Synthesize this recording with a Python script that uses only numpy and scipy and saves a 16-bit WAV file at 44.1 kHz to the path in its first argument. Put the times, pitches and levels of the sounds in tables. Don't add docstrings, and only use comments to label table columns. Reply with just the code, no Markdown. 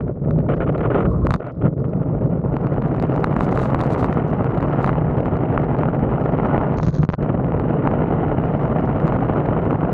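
import sys
import numpy as np
from scipy import signal
from scipy.fft import rfft, irfft, next_fast_len
from scipy.io import wavfile
from scipy.ndimage import uniform_filter1d, minimum_filter1d, map_coordinates

SR = 44100
rng = np.random.default_rng(int(sys.argv[2]) if len(sys.argv) > 2 else 0)


def int16_out(signal):
    q = np.round(np.clip(np.atleast_2d(signal).T, -1, 1) * 32767)
    wavfile.write(sys.argv[1], SR, q.astype(np.int16))


N = 437913
TIME = np.arange(N) / SR

# time in seconds, strength in dB against cruising.
AIRFLOW = [(0, -14), (0.2, -12.5), (0.5, -12.5), (1.1, -8.5), (1.4, -9.5), (1.75, -15), (2, -8), (2.4, -7),
           (2.6, -4), (3.6, -0.2), (4.4, 0), (4.85, 1), (5.1, -1.5), (6.4, 0), (6.6, 4.5), (6.78, -2.5),
           (7.5, -3.5), (8.2, 0), (9.93, 1)]
# start and end in seconds, depth in dB.
LULLS = [(0.022, 0.062, 4), (0.12, 0.215, 8.5), (0.585, 0.6, 5.5), (1.365, 1.565, 11), (1.565, 1.605, 5.5),
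         (1.705, 1.76, 5), (1.885, 1.925, 2.5), (6.9, 6.935, 9), (7.045, 7.1, 13.5), (7.1, 7.185, 7.5),
         (7.151, 7.179, 15)]
# start and end in seconds, dB against the steady drizzle.
SQUALLS = [(0.85, 1.37, 5.5), (1.25, 1.37, 6.5), (2.75, 4.92, 5.5), (2.97, 3.13, 2.5), (3.38, 3.46, 13),
           (3.5, 3.73, 10), (3.585, 3.655, 5), (3.78, 3.88, 14), (3.9, 3.96, 15.5), (3.975, 4.055, 14.5),
           (4.07, 4.15, 7), (4.82, 4.89, 11), (4.95, 5.17, -6), (5.19, 5.27, 11), (5.76, 5.83, 2),
           (6.15, 6.65, 5.5), (7.2, 8.4, -6), (8.62, 9.2, 3), (8.93, 9.03, 1.5), (9.06, 9.1, 5.5),
           (9.65, 9.77, 3)]
# start and end in seconds, dB off the wind's rasp, boom level in dB.
FILMS = [(1.066, 1.354, 4.5, -21.5), (6.782, 7.19, 12, -26)]
# frequency in Hz, relative level in dB.
WET_TONE = [(700, -16), (1500, 15.5), (2900, -2.5), (4000, 8), (5100, 1), (6500, 4.5), (7200, -10),
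            (8200, -25.5), (12000, -48)]

LULL_EDGE_S, SQUALL_EDGE_S, FILM_EDGE_S = 0.0073, 0.025, 0.023
WET_FROM_S, WET_UNTIL_S = 6.3, 7.3


def amp(db):
    return 10 ** (np.asarray(db) / 20)


def unit(x):
    return x / np.sqrt(np.mean(x ** 2) + 1e-20)


def airflow_db():
    return np.interp(TIME, *np.transpose(AIRFLOW))


def gate(start, end, edge_s):
    return np.clip(np.minimum(TIME - start, end - TIME) / edge_s + .5, 0, 1)


def held(rows, edge_s):
    return sum(value * gate(start, end, edge_s) for start, end, value in rows)


def bursts(rows, edge_s):
    return held([(start, end, amp(db)) for start, end, db in rows], edge_s)


def wobble(rate):
    knots = rng.standard_normal(N // 8)
    return map_coordinates(knots, [TIME * rate], mode="wrap")


def gains(tone, hz):
    tone_hz, db = np.transpose(tone)
    return amp(np.interp(np.log(hz + 1), np.log(tone_hz + 1), db))


def filtered(x, response):
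    size = next_fast_len(N + SR // 2)
    return irfft(rfft(x, size) * response(np.fft.rfftfreq(size, 1 / SR)), size)[:N]


def coloured(x, tone):
    return unit(filtered(x, lambda hz: gains(tone, hz)))


def impulse(tone, size=1024):
    cepstrum = irfft(np.log(gains(tone, np.fft.rfftfreq(size, 1 / SR))))
    cepstrum[1:size // 2] *= 2
    cepstrum[size // 2 + 1:] = 0
    click = irfft(np.exp(rfft(cepstrum)))
    return click / np.abs(click).max()


def turbulence(tone, swirl_db):
    noise = coloured(rng.standard_normal(N) * amp(swirl_db), tone)
    power = uniform_filter1d(uniform_filter1d(noise ** 2, size=SR // 10), size=SR // 20)
    return noise / np.sqrt(np.abs(power) + 1e-9)


def splashed(hits, tone, splash_s=0.0071, splash_share=0.74):
    fade = amp(-60 * TIME[:SR // 20] / splash_s) ** 2
    power = np.abs(signal.fftconvolve(hits ** 2, fade / fade.sum())[:N])
    splash = splash_share * np.sqrt(power) * rng.standard_normal(N)
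    return signal.fftconvolve(hits + splash, impulse(tone))[:N]


def crackle(tone, per_second, spread_db):
    hits = rng.random(N) < per_second / SR
    sizes = amp(spread_db * np.clip(rng.standard_normal(N), -2, 1.5))
    signs = rng.choice([-1, 1], N)
    return unit(splashed(hits * sizes * signs, tone))


def drizzle():
    # frequency in Hz, relative level in dB.
    patter_tone = [(500, -9), (1000, 7.5), (1500, 9.5), (2500, 0), (4000, 5.5), (6200, -1), (7500, -13),
                   (10000, -34), (15500, -60.5)]
    level_db = -77.5 + 0.26 * airflow_db() + np.minimum(held(SQUALLS, SQUALL_EDGE_S), 5)
    flurries = amp(8 * np.clip(wobble(16), -2, 1.5))
    return amp(level_db) * crackle(patter_tone, per_second=26 * flurries, spread_db=5.5)


def spatter():
    # frequency in Hz, relative level in dB.
    spray_tone = [(600, -7), (1200, 9), (2000, 7), (3900, 10.5), (5300, 4), (7000, 3), (8500, -1.5),
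                  (10500, -6), (13000, -13.5), (15500, -21.5)]
    extra_rain = np.maximum(amp(held(SQUALLS, SQUALL_EDGE_S)) - 1, 0)
    droplets = np.sqrt(extra_rain) * crackle(spray_tone, per_second=80 * extra_rain, spread_db=4.2)
    mist_gain = amp(-9.5) * extra_rain * np.minimum(extra_rain / 6, 1)
    mist = mist_gain * turbulence(spray_tone, 4 * wobble(200))
    clumps = unit(amp(4 * np.clip(wobble(60), -2, 1.2)))
    return amp(-75.5) * clumps * (droplets + mist)


def pips(per_second, hz, scatter, cycles, spread_db):
    starts = np.flatnonzero(rng.random(N) < per_second / SR)
    pitch, size = rng.standard_normal((2, N))[:, starts]
    ring_hz = np.minimum(hz * np.exp(scatter * pitch), SR / 3)
    offsets = np.arange(SR // 100)
    turns = ring_hz[:, None] * offsets / SR
    shape = turns * np.exp(-np.log(1000) * turns / cycles) * np.sin(2 * np.pi * turns)
    rings = amp(spread_db * np.clip(size, -2, 1.5))[:, None] * shape
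    samples = starts[:, None] + offsets
    return unit(np.bincount(samples.ravel(), rings.ravel(), N)[:N])


def port_knocks(ring_s=0.007, push_s=0.0022):
    # time in seconds, relative ring dB, pitch in Hz, relative snap dB.
    strikes = [(0.309, -21, 1250, -49), (0.388, -21, 710, -53), (0.78, -16.5, 600, -47.5),
               (0.956, -17, 900, -52), (1.269, -8.5, 1100, -36.5), (1.307, -9, 1200, -33),
               (1.321, -15, 820, -41.5), (1.34, -8.5, 1160, -27.5), (1.346, -15.5, 1180, -40),
               (1.361, -23, 1150, -44.5), (1.468, -23, 900, -53), (2.567, -10.5, 866, -47.5),
               (2.67, -17, 1010, -47.5), (2.822, -16.5, 1000, -49), (2.999, -13, 700, -41),
               (3.025, -10, 610, -39), (3.162, -14, 790, -40.5), (3.243, -3, 1250, -28),
               (3.365, -10, 1170, -41), (3.408, -6, 1060, -36.5), (3.512, -22, 1000, -45.5),
               (3.575, -10, 1240, -38.5), (3.592, -20, 1100, -40.5), (3.702, -18, 1000, -45.5),
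               (3.746, -5.5, 980, -35.5), (3.793, -21, 1000, -44.5), (3.805, -10.5, 970, -39),
               (3.812, -16, 970, -33.5), (3.837, -14, 1000, -40), (3.906, -26, 1000, -41.5),
               (3.995, -17, 1000, -46), (4.044, -7, 1000, -33.5), (4.304, -25, 900, -50),
               (4.444, -14.5, 1000, -47.5), (4.578, -27, 990, -45), (4.607, -20, 1000, -47.5),
               (4.627, -11, 990, -45.5), (4.844, -6, 1170, -39), (4.863, -11, 620, -39),
               (4.893, -7.5, 1170, -42), (4.955, -15, 1000, -57.5), (5.204, -11.5, 587, -52),
               (5.258, -12.5, 1000, -49), (5.368, -23, 1000, -50), (5.577, -5, 1190, -53),
               (5.787, -15, 840, -48), (5.834, -8, 980, -56), (5.856, -10, 670, -60), (6.579, 0, 597, -54),
               (6.742, -14, 800, -54), (6.785, -10, 577, -60), (6.8, -13.5, 930, -60),
               (7.227, -14.5, 600, -50), (7.445, -12.5, 650, -70), (7.521, -12, 800, -55),
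               (7.598, -11.5, 850, -44), (7.874, -4.5, 980, -45), (7.914, -12.5, 890, -59),
               (8.654, -15, 1000, -50), (8.786, -12, 753, -62), (9.07, -16.5, 1000, -46),
               (9.079, -13, 1120, -43), (9.087, -20, 900, -52), (9.123, -12.5, 1000, -54.5),
               (9.139, -23, 1000, -52), (9.288, -14.5, 900, -58.5), (9.655, -16.5, 1000, -51),
               (9.708, -9.5, 680, -48.5), (9.758, -21, 1000, -57)]
    # frequency in Hz, relative level in dB.
    snap_tone = [(800, -20), (1900, 6), (2500, -8.5), (3100, 2), (3700, 8.5), (4300, 5.5), (5300, -5.5),
                 (6900, -5.5), (9500, -14.5), (12000, -23), (15500, -29.5)]
    t = TIME[:SR // 40]
    decay = amp(-60 * t / ring_s)
    push_age = t / push_s
    push = amp(-5) * push_age * (2 - push_age) * np.exp(-push_age)
    rings, snaps = np.zeros(N + SR), np.zeros(N)
    for start, ring_db, hz, snap_db in strikes:
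        at = round(start * SR)
        ring = decay * np.sin(2 * np.pi * hz * t + np.pi / 8)
        rings[at:at + len(t)] += amp(ring_db + 2) * (ring - push)
        snaps[at] = amp(snap_db + 4.5)
    knocks = signal.sosfilt(signal.butter(7, 2900, fs=SR, output="sos"), rings[:N])
    wet = (TIME > WET_FROM_S) & (TIME < WET_UNTIL_S)
    return knocks + splashed(snaps * ~wet, snap_tone) + splashed(snaps * wet, WET_TONE)


def sputter(edge_s=0.012):
    # start and end in seconds, level in dB.
    spurts = [(6.772, 6.895, -53), (6.89, 7.03, -59.5), (6.935, 6.995, -55), (7.105, 7.13, -64)]
    # frequency in Hz, relative level in dB.
    cavity_tone = [(1200, -61.5), (1440, -7.5), (1475, 3), (1510, -14), (1700, -62.5)]
    pops = crackle(WET_TONE, per_second=200, spread_db=7.5)
    fizz = amp(-5.5) * turbulence(WET_TONE, 4 * wobble(150))
    wet = gate(WET_FROM_S, WET_UNTIL_S, edge_s)
    ring = amp(-61.5) * wet * coloured(rng.standard_normal(N), cavity_tone)
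    return bursts(spurts, edge_s) * (pops + fizz) + ring


def film_flapping():
    # frequency in Hz, relative level in dB.
    film_tone = [(30, -25), (55, 4.5), (100, 6), (150, -9), (300, -32.5), (800, -45), (1050, -19.5),
                 (1250, -26), (1500, -39), (2500, -78)]
    cover = bursts([(start, end, db) for start, end, _, db in FILMS], FILM_EDGE_S)
    return cover * amp(-held(LULLS, LULL_EDGE_S)) * turbulence(film_tone, 3.3 * wobble(88))


def film_cracks(boom_hz=145, boom_s=0.033):
    # time in seconds, then relative dB of crack, boom and wet snap.
    ruptures = [(1.341, -26, -15, -60), (6.786, -17, -14, -37), (6.8, -15, -26, -48),
                (6.831, -11, -29, -30.5), (6.835, -14, -20, -31.5), (6.866, -15, -24, -37),
                (6.873, -16, -7, -42), (6.884, -12.5, -5, -34), (6.89, -19, -17, -49),
                (6.944, -28, -16, -44), (6.965, -27, -10, -45), (6.984, -19.5, -8, -42),
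                (7.032, -8.5, -19, -46), (7.037, -15, -5, -50), (7.05, -15, -13, -42),
                (7.069, -41, -40, -64), (7.09, -8, -3, -54.5), (7.099, -23, -34, -58),
                (7.101, -11, -16, -53), (7.113, -30.5, -32, -59), (7.126, -22, -28, -55),
                (7.135, -11.5, -26, -53), (7.137, -17.5, -28, -52), (7.14, -8, -21, -50),
                (7.144, -26.5, -34, -60), (7.148, -20, -36, -52)]
    # frequency in Hz, relative level in dB.
    spike_tone = [(100, -2), (500, 3.5), (1200, -1.5), (1800, -11), (3000, -24), (4000, -28.5), (5300, -37),
                  (6200, -62), (12000, -85.5)]
    t = TIME[:SR // 10]
    boom = np.cos(2 * np.pi * boom_hz * t) * amp(-60 * t / boom_s)
    boom = signal.sosfilt(signal.butter(3, 700, fs=SR, output="sos"), boom)
    spike = impulse(spike_tone)
    blows, snaps = np.zeros(N), np.zeros(N)
    for start, crack_db, boom_db, snap_db in ruptures:
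        at = round(start * SR)
        blows[at:at + len(spike)] += amp(crack_db) * spike
        blows[at:at + len(boom)] += amp(boom_db) * boom
        snaps[at] = amp(snap_db + 5)
    return blows + splashed(snaps, WET_TONE)


def puffs(attack_s=0.002, release_s=0.024, sag_db_per_s=44.5):
    # start and end in seconds, relative level in dB.
    head_on = [(0.004, 0.008, -28.5), (0.076, 0.084, -36), (0.1, 0.099, -35), (0.237, 0.252, -39),
               (0.273, 0.3, -46), (0.399, 0.405, -27.5), (0.486, 0.547, -23.5), (0.564, 0.582, -33),
               (0.603, 0.641, -24), (0.664, 0.679, -23.5), (0.687, 0.7, -23.5), (0.722, 0.726, -26.5),
               (0.745, 0.762, -24), (0.782, 0.797, -33), (0.805, 0.814, -19.5), (0.827, 0.874, -25.5),
               (0.901, 0.939, -24), (0.944, 0.997, -22), (1.002, 1.031, -25), (1.045, 1.067, -27),
               (1.249, 1.266, -32), (1.398, 1.406, -30.5), (1.416, 1.433, -33), (1.441, 1.455, -32.5),
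               (1.458, 1.475, -35), (1.48, 1.501, -32), (1.506, 1.507, -35), (1.561, 1.56, -40),
               (1.612, 1.624, -26.5), (1.638, 1.669, -27.5), (1.672, 1.685, -35.5), (1.84, 1.854, -33),
               (1.93, 1.936, -33), (2.016, 2.038, -33), (5.578, 5.576, -32), (7.287, 7.298, -22.5),
               (7.917, 7.92, -22)]
    # frequency in Hz, relative level in dB.
    body_tone = [(120, -4.5), (300, 8.5), (580, 8.5), (950, -7), (1400, 0), (1560, -13.5), (2100, -18.5),
                 (3100, -30), (4000, -46), (6000, -84.5), (15000, -110)]
    edge_tone = [(1000, -30.5), (1600, 5), (2200, -1), (3050, -4), (3600, -19), (4300, -34), (6000, -76)]
    strength = np.zeros(N + SR)
    t = TIME[:SR // 4]
    attack = np.minimum(t / attack_s, 1)
    for start, end, db in head_on:
        fall_db = sag_db_per_s * t + 60 * np.maximum(t - (end - start), 0) / release_s
        at = round(start * SR)
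        strength[at:at + len(t)] += attack * amp(db - fall_db)
    strength = strength[:N]
    swirl_db = 3.5 * wobble(300) + 1.5 * wobble(70)
    tear = amp(-1.5) * strength * turbulence(edge_tone, swirl_db)
    return amp(4.5) * strength * (turbulence(body_tone, swirl_db) + tear)


def wind_levels():
    # start and end in seconds, dB added to the buffet, dB added to the roar.
    gusts = [(0.286, 0.43, 4, 1.5), (0.94, 1.0, -2, 1.5), (1.056, 1.107, 3.5, 3.5), (1.245, 1.272, 3, 12),
             (1.634, 1.684, 7, 6.5), (2.226, 2.308, 2.5, 2), (4.81, 5.15, 2, -1), (6.023, 6.09, 1.5, 3.5),
             (6.86, 6.902, 0.5, 5), (6.99, 7.022, 5.5, 5), (9.02, 9.097, 3, 2), (9.3, 9.37, -1, 1),
             (9.662, 9.737, 0, 3.5)]
    gust_edge_s = 0.021
    flow_db = airflow_db()
    lull_db = held(LULLS, LULL_EDGE_S)
    film_db = held([(start, end, db) for start, end, db, _ in FILMS], FILM_EDGE_S)
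    thump_db = held([(start, end, db) for start, end, db, _ in gusts], gust_edge_s)
    surge_db = held([(start, end, db) for start, end, _, db in gusts], gust_edge_s)
    swell_db = 0.9 * wobble(6)
    buffet_db = -21 - 0.028 * flow_db - lull_db + thump_db
    roar_db = -23 + 0.22 * flow_db - lull_db + surge_db + swell_db - 0.62 * film_db
    rasp_db = -28.5 + 1.11 * flow_db - lull_db + swell_db - film_db
    return buffet_db, roar_db, rasp_db


def wind():
    # frequency in Hz, relative level in dB.
    buffet_tone = [(15, -63), (28, -26), (40, -13.5), (52, -8.5), (78, -10), (105, -5.5), (145, 0.5),
                   (172, -2), (200, -11), (260, -25), (500, -96)]
    roar_tone = [(130, -46), (205, -0.5), (245, 1.5), (330, -2), (470, -3), (620, -8), (790, -27.5),
                 (1000, -42), (1500, -58), (3000, -100)]
    rasp_tone = [(380, -29.5), (620, 6.5), (780, 5.5), (1000, -1), (1470, -5), (1520, -23.5), (2000, -21),
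                 (2500, -33), (2900, -37), (3500, -51), (4100, -53), (5200, -66), (9000, -90.5),
                 (15000, -115)]
    tear_tone = [(1000, -27), (1550, 9), (2050, 4), (2500, -3.5), (2950, -3), (3450, -19), (4100, -24.5),
                 (4900, -45.5), (9000, -65)]
    buffet_db, roar_db, rasp_db = wind_levels()
    eddies, flutter = wobble(55), wobble(330)
    buffet = turbulence(buffet_tone, 2.6 * eddies)
    roar = turbulence(roar_tone, 1.7 * eddies + 2.7 * flutter)
    weak_to_strong_db = [-44, -31]
    fitful_db = np.interp(rasp_db, weak_to_strong_db, [3.8, 1.7])
    swirl_db = fitful_db * eddies + 4 * flutter + 0.73 * np.abs(buffet)
    rasp = turbulence(rasp_tone, swirl_db)
    tear_db = np.interp(rasp_db, weak_to_strong_db, [-28, -17])
    tear = amp(tear_db) * turbulence(tear_tone, 1.13 * swirl_db)
    pip_db = -16.5 + 0.45 * held(SQUALLS, SQUALL_EDGE_S)
    droplets = amp(pip_db) * pips(per_second=55, hz=1070, scatter=0.11, cycles=2.3, spread_db=4.5)
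    return amp(buffet_db) * buffet + amp(roar_db) * roar + amp(rasp_db) * (rasp + tear + droplets)


def scene():
    air = wind() + puffs()
    water_film = film_flapping() + film_cracks()
    return (air + water_film + port_knocks() + drizzle() + spatter() + sputter())[None]


def record(dry, fade_s=0.012, ceiling_db=-4.5, top_hz=15700):
    sound = dry[0] * np.minimum(1, TIME / fade_s)
    needed_gain = np.minimum(1, amp(ceiling_db) / (np.abs(sound) + 1e-9))
    lowest_gain = minimum_filter1d(needed_gain, size=200)
    gain = uniform_filter1d(uniform_filter1d(lowest_gain, size=100), size=100)
    return filtered(sound * gain, lambda hz: hz < top_hz)[None]


dry = scene()
out = record(dry)
int16_out(out)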